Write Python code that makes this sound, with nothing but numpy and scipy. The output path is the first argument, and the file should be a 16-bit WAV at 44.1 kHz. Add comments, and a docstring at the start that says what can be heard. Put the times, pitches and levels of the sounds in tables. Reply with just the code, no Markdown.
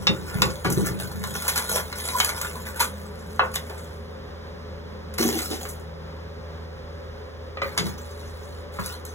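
"""A steel scraper is pushed under a rusty iron plate stuck to the inside of a fibreglass boat hull.
Its rasp and crackle are tiny random fractures, heard through the iron's resonances and straight through the air.
Bright ticks and knocks are short noise bursts; struck tools, hull panel and the freed plate ring as fading tones.
The plate is tipped aside with a slide of debris, and the scraper is put down with rubs and bumps of the hull.
Something, likely a motor, hums in the small cabin: a low tone with bands of noise, beside a wavering drone."""
import sys
import numpy as np
from scipy import signal
from scipy.fft import rfft, irfft, next_fast_len
from scipy.io import wavfile
from scipy.ndimage import uniform_filter1d

SR = 44100
rng = np.random.default_rng(int(sys.argv[2]) if len(sys.argv) > 2 else 0)


def to_wav(s):
    """Save 16-bit WAV."""
    ch = np.atleast_2d(s).T  # columns
    pcm = np.round(np.clip(ch, -1, 1) * 32767)  # PCM
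    wavfile.write(sys.argv[1], SR, pcm.astype(np.int16))


N = 403074
TIME = np.arange(N) / SR  # seconds

# All levels in the tables are relative: later steps balance the layers.

# Noisy overtones of the hum. Each row: pitch in Hz, level in dB, width in Hz.
HUM = [(162, -48, 0.95), (239.6, -54, 9), (418.7, -44.5, 35), (518.5, -45, 53), (578, -50, 15)]
# Colour of the rush of air. Each row: frequency in Hz, level in dB.
CABIN_AIR = [(20, -15), (33, -39), (47, 0), (100, -3), (140, -5), (300, -11), (420, -10), (560, -23.5),
             (660, -13), (1000, -11.5), (1800, -17), (2700, -24), (5000, -26), (7500, -41), (16000, -44)]
# A drone that swells and fades. Each row: time in seconds, level in dB.
DRONE = [(0, -67), (1.3, -40.5), (5.7, -43), (6.7, -62)]

# How long echoes last in the cabin. Each row: frequency in Hz, time to fade by 60 dB in seconds.
CABIN = [(100, 0.24), (500, 0.26), (1200, 0.21), (3000, 0.16), (7000, 0.14), (16000, 0.16)]
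# How alike the two microphones hear a sound. Each row: frequency in Hz, likeness from 0 to 1.
LIKENESS = [(95, 1), (200, 0.5), (500, 0.52), (1000, 0.035), (2000, 0.62), (4000, 1), (16000, 1)]
# How far the left microphone leads. Each row: frequency in Hz, lead in radians.
LEAD = [(0, 0), (280, 0), (600, .8), (1500, .9), (2500, 3.1), (3400, 1.3), (4600, 3.14), (15400, 18.85)]

# Bumps that shake the hull.
# Each row: start in seconds, hold in seconds, boom level in dB, panel drumming level in dB.
BUMPS = [(0.0, 0.41, -35, -41), (0.092, 0.017, -21.5, -23), (0.355, 0.06, -20.5, -37),
         (0.425, 0.032, -20.5, -25), (0.645, 0.078, -21.5, -23.5), (0.772, 0.04, -19.5, -21),
         (0.87, 0.076, -26.5, -31), (1.0, 0.38, -32.5, -46), (1.72, 0.12, -40, -54),
         (5.19, 0.099, -33.5, -23.5), (5.33, 0.029, -39, -26), (5.505, 0.019, -44, -25.5),
         (7.625, 0.022, -38, -41), (7.78, 0.1, -28, -31.5), (8.79, 0.02, -28.5, -55)]
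# Colour of the shell's boom. Each row: frequency in Hz, level in dB.
BOOM = [(30, -39.5), (50, -17), (96, -11), (122, -1), (150, -13.5), (190, 0.5), (260, -33), (600, -71.5)]
# The two sides of the shell flex out of step. Each row: frequency in Hz, lead of the right in radians.
FLEX = [(82, -0.5), (100, -0.3), (150, 0.73), (200, 2), (270, 2.1), (340, 0.87), (600, -2.5)]

# Hits that make things ring: the scraper jolted, touching or laid down; the hose jostling hammer and
# chisel; blows on the hull panel and the iron on it; the freed plate landing and rocking.
# Each row: start in seconds, level in dB, frequency in Hz above which the soft contact rings little.
TAPS = [(0.096, -20, 600), (0.648, -28, 1800), (7.571, -28, 1700), (7.619, -18.5, 1490)]
CLINKS = [(0.0703, -20, 9000), (0.0762, -28, 9000), (0.4195, -36, 9000)]
CLUNKS = [(0.42, -18, 2000), (2.2015, -42, 3000), (2.806, -33, 1300), (3.3935, -17.5, 3560)]
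LANDINGS = [(5.199, -16, 715), (5.2485, -14.5, 900), (5.348, -25, 2500)]
# The tones of the scraper, of hammer and chisel, of the hull panel, and of the plate as it lands.
# Each row: pitch in Hz, level in dB, time to fade by 60 dB in seconds.
SCRAPER = [(413, -11, 0.17), (548, 4, 0.15), (1240, 7.5, 0.049), (1970, 3, 0.13), (2370, 9.5, 0.06),
           (3380, -5, 0.058)]
TOOLS = [(1930, -18, 0.11), (2762, 13.5, 0.065), (2900, -2.5, 0.07), (3415, -2, 0.09), (3680, 9.5, 0.08),
         (5340, 5, 0.05)]
PANEL = [(515.6, -7.5, 0.61), (885, -5, 0.17), (1044, -1, 0.061), (1110, -8.5, 0.32), (1157, 6, 0.073),
         (1453, -2.5, 0.19), (1805, -4, 0.16), (1980, -7, 0.12), (2600, 5, 0.082)]
THUD = [(234, -3, 0.18), (332.4, 3, 0.13), (752, -8, 0.15)]

# An edge catching with a short squeak.
# Each row: time of the middle in seconds, pitch in Hz, level in dB, half length in seconds.
SQUEAKS = [(2.156, 1017, -24.5, 0.015), (2.809, 964, -18, 0.0052)]

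# Hose, tools and plate striking the hull; a shorter contact is brighter.
# Each row: start in seconds, level in dB, fading time of the chatter in seconds, contact in seconds.
KNOCKS = [(0.0689, -25, 0.0033, 0.00018), (0.076, -32.5, 0.0017, 0.00025), (0.419, -25, 0.0026, 0.00014),
          (0.646, -21.5, 0.0067, 0.00066), (3.3936, -16, 0.0013, 0.00057), (3.412, -25, 0.021, 0.00066),
          (3.558, -33, 0.0013, 0.00015), (3.698, -29, 0.017, 0.0012), (5.225, -36, 0.0033, 0.00017),
          (5.51, -37.5, 0.036, 0.0001), (5.652, -37.5, 0.0014, 0.00047), (7.5705, -42.5, 0.0022, 0.00032),
          (7.617, -31, 0.0027, 0.00035), (7.7756, -28.5, 0.012, 0.00011), (8.787, -27.5, 0.0094, 0.00071)]
# Short bright ticks: rust snapping, crumbs dropping, and the sharp contact of some tool knocks.
# Each row: start in seconds, level in dB, fading time of the chatter in seconds, shaking of the plate in dB.
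TICKS = [(0.4192, -28.5, 0.0015, 0), (0.645, -34, 0.032, 4.5), (0.7002, -40.5, 0.0055, -7.5),
         (0.7222, -39, 0.0058, -8), (0.861, -50.5, 0.014, -16.5), (1.238, -36.5, 0.0015, 3.5),
         (1.421, -39.5, 0.0024, -3), (1.451, -42, 0.0029, 1), (1.479, -25.5, 0.012, -2),
         (1.5567, -28, 0.024, 0), (1.576, -29.5, 0.0045, -2), (1.697, -44, 0.0054, -6),
         (1.926, -42, 0.0022, 7), (2.054, -41, 0.0039, -2), (2.086, -35.5, 0.0027, 4),
         (2.2009, -23, 0.0022, 4), (2.2454, -28.5, 0.0023, -2.5), (2.291, -34, .003, 3),
         (2.413, -34, 0.0035, -1.5), (2.802, -27, 0.012, 2), (3.539, -38, 0.0075, 0),
         (3.554, -36.5, 0.0044, -4.5), (3.696, -49, 0.003, 5), (5.138, -47, 0.006, -0.5),
         (5.183, -32.5, 0.0015, 2), (5.229, -37, 0.0014, 2.5), (5.278, -37.5, 0.0027, -3),
         (5.388, -34, 0.0047, 1), (5.687, -49, 0.02, -10.5), (5.7965, -66, 0.0022, -8),
         (7.6183, -46, 0.0026, 11), (7.7766, -32.5, 0.0013, 2), (8.8598, -46, 0.004, -9),
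         (9.051, -48, 0.0019, -5.5)]
# Frequency ranges of a blow, two from the shell and then two from the contact.
# Each row: low edge in Hz, high edge in Hz, level in a knock in dB, level in a tick in dB,
# share of the plate's shaking that it follows.
BLOW_BANDS = [(375, 750, -10, -15, 0.27), (830, 3340, 0.5, -0.5, 0.84), (2950, 5240, 2.5, -3, 0.6),
              (6200, 13800, -1, 0, -1.08)]
# Resonances of plate and blade. Each row: pitch in Hz, width in Hz, level in dB.
PLATE = [(994, 60, -7), (1166, 70, -8), (1430, 100, -6), (1710, 70, -11), (2093, 73, -10.5),
         (2390, 220, -12), (4150, 560, -12.5)]

# Glove and tool shifting over the dirty hull; rust sliding off the plate; pushes of the blade, each held
# until the rust gives; the blade resting under the plate and lifting it out.
# Each row: start in seconds, length in seconds, rasp level in dB, grit level in dB.
RUBS = [(7.62, 0.2, -43.5, -66), (7.78, 0.079, -49, -48.5), (7.85, 0.039, -38.5, -46.5),
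        (7.975, 0.011, -46, -49.5), (8.04, 0.56, -62, -57.5), (8.72, 0.17, -48, -61),
        (8.79, 0.15, -41, -48.5), (9.05, 0.098, -74, -54)]
SPILLS = [(5.18, 0.24, -29, -33), (5.49, 0.19, -39, -45.5)]
PUSHES = [(0.255, 0.033, -32.5, -46), (0.32, 0.16, -34.5, -51), (0.45, 0.084, -40, -47.5),
          (0.69, 0.14, -34.5, -40.5), (0.84, 0.034, -24.5, -51), (0.985, 0.025, -33.5, -34.5),
          (1.225, 0.15, -43, -39.5), (1.335, 0.34, -33.5, -33.5), (1.685, 0.046, -26.5, -26.5),
          (1.725, 0.046, -23.5, -29.5), (1.95, 0.12, -34, -35), (2.085, 0.21, -34, -30),
          (2.35, 0.12, -32, -35), (2.65, 0.029, -30.5, -44), (2.75, 0.061, -32, -37.5),
          (2.792, 0.029, -22.5, -22.5)]
DRAGS = [(-0.02, 2.59, -40, -49), (2.88, 0.072, -47.5, -52.5), (3.12, 0.68, -50.5, -52)]
# Colours of the rasp, of the grit under the blade, and of loose grit.
# Each row: frequency in Hz, level in dB.
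RASP = [(100, -25), (450, 6), (750, 4.5), (1000, 1.5), (1700, -0.5), (2400, -2.5), (3500, -6.5),
        (8000, -6.5)]
BLADE_GRIT = [(300, -42.5), (1800, -74.5), (3200, 2), (5000, -1.5), (7000, 2.5), (11000, 3), (13000, -5.5),
              (16000, -13)]
LOOSE_GRIT = [(300, -76), (1800, -5), (3000, -2), (4200, 5), (7000, 1.5), (11000, -1), (13000, -3.5),
              (16000, -13)]


def amp(db):
    """Turns decibels into a factor for loudness."""
    return 10 ** (np.asarray(db) / 20)


def unit(x):
    """Scales a sound to an average (rms) level of 1."""
    return x / np.sqrt(np.mean(x ** 2) + 1e-20)


def read(points, hz):
    """Reads a table between its rows, with frequency on a logarithmic scale."""
    f, value = np.transpose(points)
    return np.interp(np.log(hz + 1), np.log(f + 1), value)


def shape(x, gain):
    """Filters a sound by a gain that depends on frequency."""
    size = next_fast_len(x.shape[-1] + 2048)
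    spectrum = rfft(x, size) * gain(np.fft.rfftfreq(size, 1 / SR))
    return irfft(spectrum, size)[..., :x.shape[-1]]


def turn_phase(x, points):
    """Shifts each frequency by the angle in a table, leaving its level alone."""
    return shape(x, lambda hz: np.exp(1j * np.interp(hz, *np.transpose(points))))


def colour(x, points):
    """Filters a sound by a colour table and scales it to rms 1."""
    return unit(shape(x, lambda hz: amp(read(points, hz))))


def band(x, low_hz, high_hz):
    """Lets through only the frequencies between two edges."""
    edges = [low_hz, min(high_hz, .45 * SR)]
    return signal.sosfilt(signal.butter(3, edges, "band", fs=SR, output="sos"), x)


def pair(two):
    """Mixes two unrelated sounds until they are as alike as the two microphones hear them."""
    def same(hz):
        return np.clip(read(LIKENESS, hz), 0, 1)
    shared = shape(two[0], same)
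    separate = shape(two[1], lambda hz: np.sqrt(1 - same(hz) ** 2))
    return np.array([two[0], shared + separate])


def drift(per_s):
    """A random wander of rms 1 through per_s chance points each second."""
    points = rng.standard_normal(N // 20)
    return unit(np.interp(TIME * per_s, np.arange(len(points)), points))


def gestures(rows, attack_s, release_s, slope_db):
    """One loudness curve per level column: gestures set in, change by slope_db over their length, die away."""
    start, length, *columns = np.transpose(rows)[:, :, None]
    clock = TIME[::32]  # a coarse clock is enough for slow curves
    t = clock - start
    slope = amp(slope_db * (np.clip(t / length, 0, 1) - .5))
    held = np.clip(t / attack_s, 0, 1) * slope
    envelope = held * np.exp(-np.maximum(t - length, 0) / release_s)
    # overlapping gestures add as energy
    return [np.interp(TIME, clock, np.linalg.norm(amp(db) * envelope, axis=0)) for db in columns]


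def cabin(x, wet_db):
    """Mixes the direct sound with dense, short echoes from the close hull walls, fading noise in effect."""
    hz, t, z = signal.stft(rng.standard_normal((2, SR // 2)), SR, nperseg=256)
    t60 = read(CABIN, hz)[:, None]
    fading = z * amp(-60 * t / t60) / np.sqrt(t60)
    tail = pair(signal.istft(fading, SR, nperseg=256)[1])
    tail *= np.clip(np.arange(tail.shape[1]) / SR / 0.0026, 0, 1)  # echoes build up over 2.6 ms
    wet = signal.oaconvolve(x[None], tail / np.linalg.norm(tail[0]), axes=1)[:, :N]
    return (x + amp(wet_db) * wet) / np.hypot(1, amp(wet_db))


def motor(motor_hz=80.25, motor_db=-37, air_db=-39):
    """A low tone that wavers slightly, overtones made of narrow noise bands, and a soft rush of air."""
    turns = motor_hz * TIME + 0.011 * drift(per_s=8.6)
    low = amp(motor_db + 0.71 * drift(per_s=7.0)) * unit(np.sin(2 * np.pi * turns))

    def peaks(f):
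        total = 0
        for hz, db, width in HUM:
            height = amp(db) * np.sqrt(SR / np.pi / width) * np.sqrt(2)
            total = total + height / (1 + (2 * (f - hz) / width) ** 2)
        return total

    overtones = shape(pair(rng.standard_normal((2, N))), peaks)
    rush = colour(pair(rng.standard_normal((2, N))), CABIN_AIR)
    air = amp(air_db + .5 * drift(per_s=13)) * rush
    return low + overtones + air


def drone(hz=199, wander_turns=0.5):
    """A tone beside the hum whose pitch and loudness waver at random."""
    s, db = np.transpose(DRONE)
    level = amp(np.interp(TIME, s, db, left=-120, right=-120))
    turns = hz * TIME + wander_turns * drift(per_s=23)
    return level * (1 + 0.38 * drift(per_s=11.0)) * np.sin(2 * np.pi * turns)


def hull():
    """Bumps make the fibreglass shell boom and its smaller panels drum; the two sides flex out of step."""
    boom, drum = gestures(BUMPS, attack_s=0.0027, release_s=0.051, slope_db=-3.5)
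    shell = colour(rng.standard_normal(N), BOOM)
    panels = unit(band(rng.standard_normal(N), low_hz=225, high_hz=470))
    left, right = cabin(boom * shell + amp(-2) * drum * panels, wet_db=-6.5)
    return np.array([left, turn_phase(right, FLEX)])


def ringing(hits, modes, rise_s, rattle_db=2, rattle_bend=.025):
    """Each hit rings an object's tones; it rattles on the hull, so level (dB) and pitch (share) waver."""
    out = np.zeros(N + SR)
    t = np.arange(SR // 4) / SR
    hz, mode_db, t60 = np.transpose(modes)[:, :, None]
    for s, db, soft_hz in hits:
        rattle = unit(uniform_filter1d(rng.standard_normal((len(modes), len(t))), size=300, axis=1))
        # read backwards, the same wander serves for the pitch
        turns = np.cumsum(hz * (1 + rattle_bend * rattle[:, ::-1]), axis=1) / SR
        waves = np.sin(2 * np.pi * (turns + rng.random(hz.shape)))
        level = amp(db + mode_db - 60 * t / t60 + rattle_db * rattle)
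        rings = level * waves / np.hypot(1, (hz / soft_hz) ** 2)  # a soft contact rings high tones less
        out[round(s * SR):][:len(t)] += rings.sum(0) * (1 - np.exp(-t / rise_s))
    return out[:N]


def struck():
    """Scraper, loose tools, hull panel and the dropped plate each ring with their own tones."""
    blade = ringing(TAPS, SCRAPER, rise_s=0.0011)
    tools = ringing(CLINKS, TOOLS, rise_s=0.00028)
    panel = ringing(CLUNKS, PANEL, rise_s=0.0021)
    landing = ringing(LANDINGS, THUD, rise_s=0.0013)
    return cabin(blade + tools + panel + landing, wet_db=-1.5)


def squeaks(width=0.048):
    """Blade and plate squeak where an edge catches: noise within a share of the pitch, swelling and fading."""
    out = np.zeros(N)
    t = np.arange(-SR // 8, SR // 8) / SR
    for s, hz, db, length in SQUEAKS:
        slips = unit(band(rng.standard_normal(len(t)), hz * (1 - width), hz * (1 + width)))
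        out[round((s + t[0]) * SR):][:len(t)] += amp(db) * slips / np.cosh(t / length)
    return cabin(out, wet_db=-13.0)


def plate(x, ring_db, bend_share=.03, bends_per_s=9):
    """The push plus the iron's damped resonances, which wander in pitch as the point of contact moves."""
    clock = np.arange(len(x)) / SR * bends_per_s
    rings = 0
    for hz, width, db in PLATE:
        points = rng.standard_normal(int(clock[-1]) + 2)
        bend = 1 + bend_share * np.interp(clock, np.arange(len(points)), points)
        # shift the resonance down to 0 Hz, smooth there, and shift it back
        turn = np.exp(2j * np.pi * np.cumsum(hz * bend) / SR)
        r = np.exp(-np.pi * width / SR)
        smoothed = signal.lfilter([1 - r], [1, -r], x * turn.conj())
        rings = rings + amp(db) * 2 * (turn * smoothed).real
    return x + amp(ring_db) * rings


def blow(decay, ring_db, rise_s, spread_db=4):
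    """A quick bite and a dying, uneven chatter of noise, rung by the plate and split into ranges."""
    t = np.arange(round(.08 * SR)) / SR
    chatter = rng.standard_normal(len(t)) * amp(spread_db * rng.standard_normal(len(t)))
    bite = chatter * np.exp(-t / decay) * (1 - np.exp(-t / rise_s))
    rung = plate(bite, ring_db)
    return np.array([unit(band(rung, low, high)) for low, high, *_ in BLOW_BANDS])


def knocks():
    """Things strike the hull; treble above 1 / contact time is weakened."""
    out = np.zeros((len(BLOW_BANDS), N + SR))
    knock_db = np.transpose(BLOW_BANDS)[2][:, None]
    for s, db, decay, contact in KNOCKS:
        softened = signal.butter(3, min(1 / contact, .45 * SR), fs=SR)
        burst = amp(db + knock_db) * blow(decay, ring_db=-8.5, rise_s=0.00043)
        out[:, round(s * SR):][:, :burst.shape[1]] += signal.lfilter(*softened, burst)
    return out[:, :N]


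def ticks():
    """Snapping rust, dropping crumbs and sharp tool contacts keep their treble; the plate's shaking varies."""
    out = np.zeros((len(BLOW_BANDS), N + SR))
    tick_db, shaken = np.transpose(BLOW_BANDS)[3:, :, None]
    for s, db, decay, shake_db in TICKS:
        burst = amp(db + tick_db + shaken * shake_db) * blow(decay, ring_db=14.0, rise_s=0.00062)
        out[:, round(s * SR):][:, :burst.shape[1]] += burst
    return out[:, :N]


def blows():
    """The whole hull radiates the low ranges with more echo; the treble comes from the contact."""
    ranges = knocks() + ticks()
    return cabin(ranges[:2].sum(0), wet_db=1.0) + cabin(ranges[2:].sum(0), wet_db=-3)


def uneven_colour(x, patch_db=4):
    """Random patches of louder and softer level across time and frequency make the grit's colour uneven."""
    z = signal.stft(x, nperseg=512, noverlap=384)[2]
    patches = uniform_filter1d(rng.standard_normal(z.T.shape), size=10, axis=0)  # smooth in time
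    patches = unit(uniform_filter1d(patches, size=5, axis=1))  # and in frequency
    return signal.istft(z * amp(patch_db * patches.T), nperseg=512, noverlap=384)[1][:N]


def grains(per_s, spread_db, coarse_per_s, coarse_db, clump_db):
    """Tiny uneven fractures and crunching coarse flakes, bunched as the contact sticks and slips."""
    sizes = amp(spread_db * np.minimum(rng.exponential(1, N), 4))
    fine = sizes * (rng.random(N) < per_s / SR)
    breaks = amp(coarse_db) * (rng.random(N) < coarse_per_s / SR)
    coarse = signal.lfilter([1], [1, -np.exp(-1 / (.0016 * SR))], breaks)  # crumbles for about 1.6 ms
    bunching = amp(clump_db * np.tanh(drift(per_s=290)))
    return uneven_colour((fine + coarse) * rng.choice([-1, 1], N) * bunching)


def friction(force, grit_colour, clicks, ring_db, rasp_db, grit_db):
    """The same fractures rasp through the iron and crackle directly into the air."""
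    rasp, grit = force
    through_iron = amp(rasp_db) * rasp * colour(plate(clicks, ring_db), RASP)
    through_air = amp(grit_db) * grit * colour(clicks, grit_colour)
    return cabin(through_iron + through_air, wet_db=-2.5)


def glove():
    """Glove and tool rub loose grit over the dirty hull, as trains of small fractures."""
    rubbing = gestures(RUBS, attack_s=0.0065, release_s=0.034, slope_db=-3.0)
    clicks = grains(per_s=5400, spread_db=2.4, coarse_per_s=40, coarse_db=-2, clump_db=-4.5)
    return friction(rubbing, LOOSE_GRIT, clicks, ring_db=23, rasp_db=5.0, grit_db=7.0)


def spill():
    """Rust slides off the tipped plate, a dense shower of grains that fades as it thins out."""
    spilling = gestures(SPILLS, attack_s=0.0009, release_s=0.068, slope_db=-6.0)
    clicks = grains(per_s=7000, spread_db=2.2, coarse_per_s=130, coarse_db=3, clump_db=-1.5)
    return friction(spilling, LOOSE_GRIT, clicks, ring_db=-28, rasp_db=0.0, grit_db=3.0)


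def scraper():
    """The pushed or dragged blade breaks rust grain by grain and sets the iron plate rasping."""
    pushes = gestures(PUSHES, attack_s=.018, release_s=0.029, slope_db=-0.5)
    drags = gestures(DRAGS, attack_s=0.026, release_s=0.13, slope_db=6.5)
    clicks = grains(per_s=5000, spread_db=2.6, coarse_per_s=70, coarse_db=3.5, clump_db=2.0)
    force = np.hypot(pushes, drags)
    return friction(force, BLADE_GRIT, clicks, ring_db=17.0, rasp_db=1.0, grit_db=-1.0)


def scene():
    """Scraping, blows, spilling and handling over the hum."""
    background = motor() + drone()
    handling = hull() + struck() + squeaks() + blows() + glove()
    return background + handling + spill() + scraper()


def record(dry):
    """The right microphone lags the left by an angle set for each frequency; then the top treble is cut."""
    right = turn_phase(dry[1], [(hz, -lead) for hz, lead in LEAD])
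    ports = amp(-3.5) * np.array([dry[0], right])
    treble_cut = signal.firwin(511, 15900, window=("kaiser", 9), fs=SR)  # edge in Hz
    return signal.oaconvolve(ports, treble_cut[None], "same")


dry = scene()
out = record(dry)
to_wav(out)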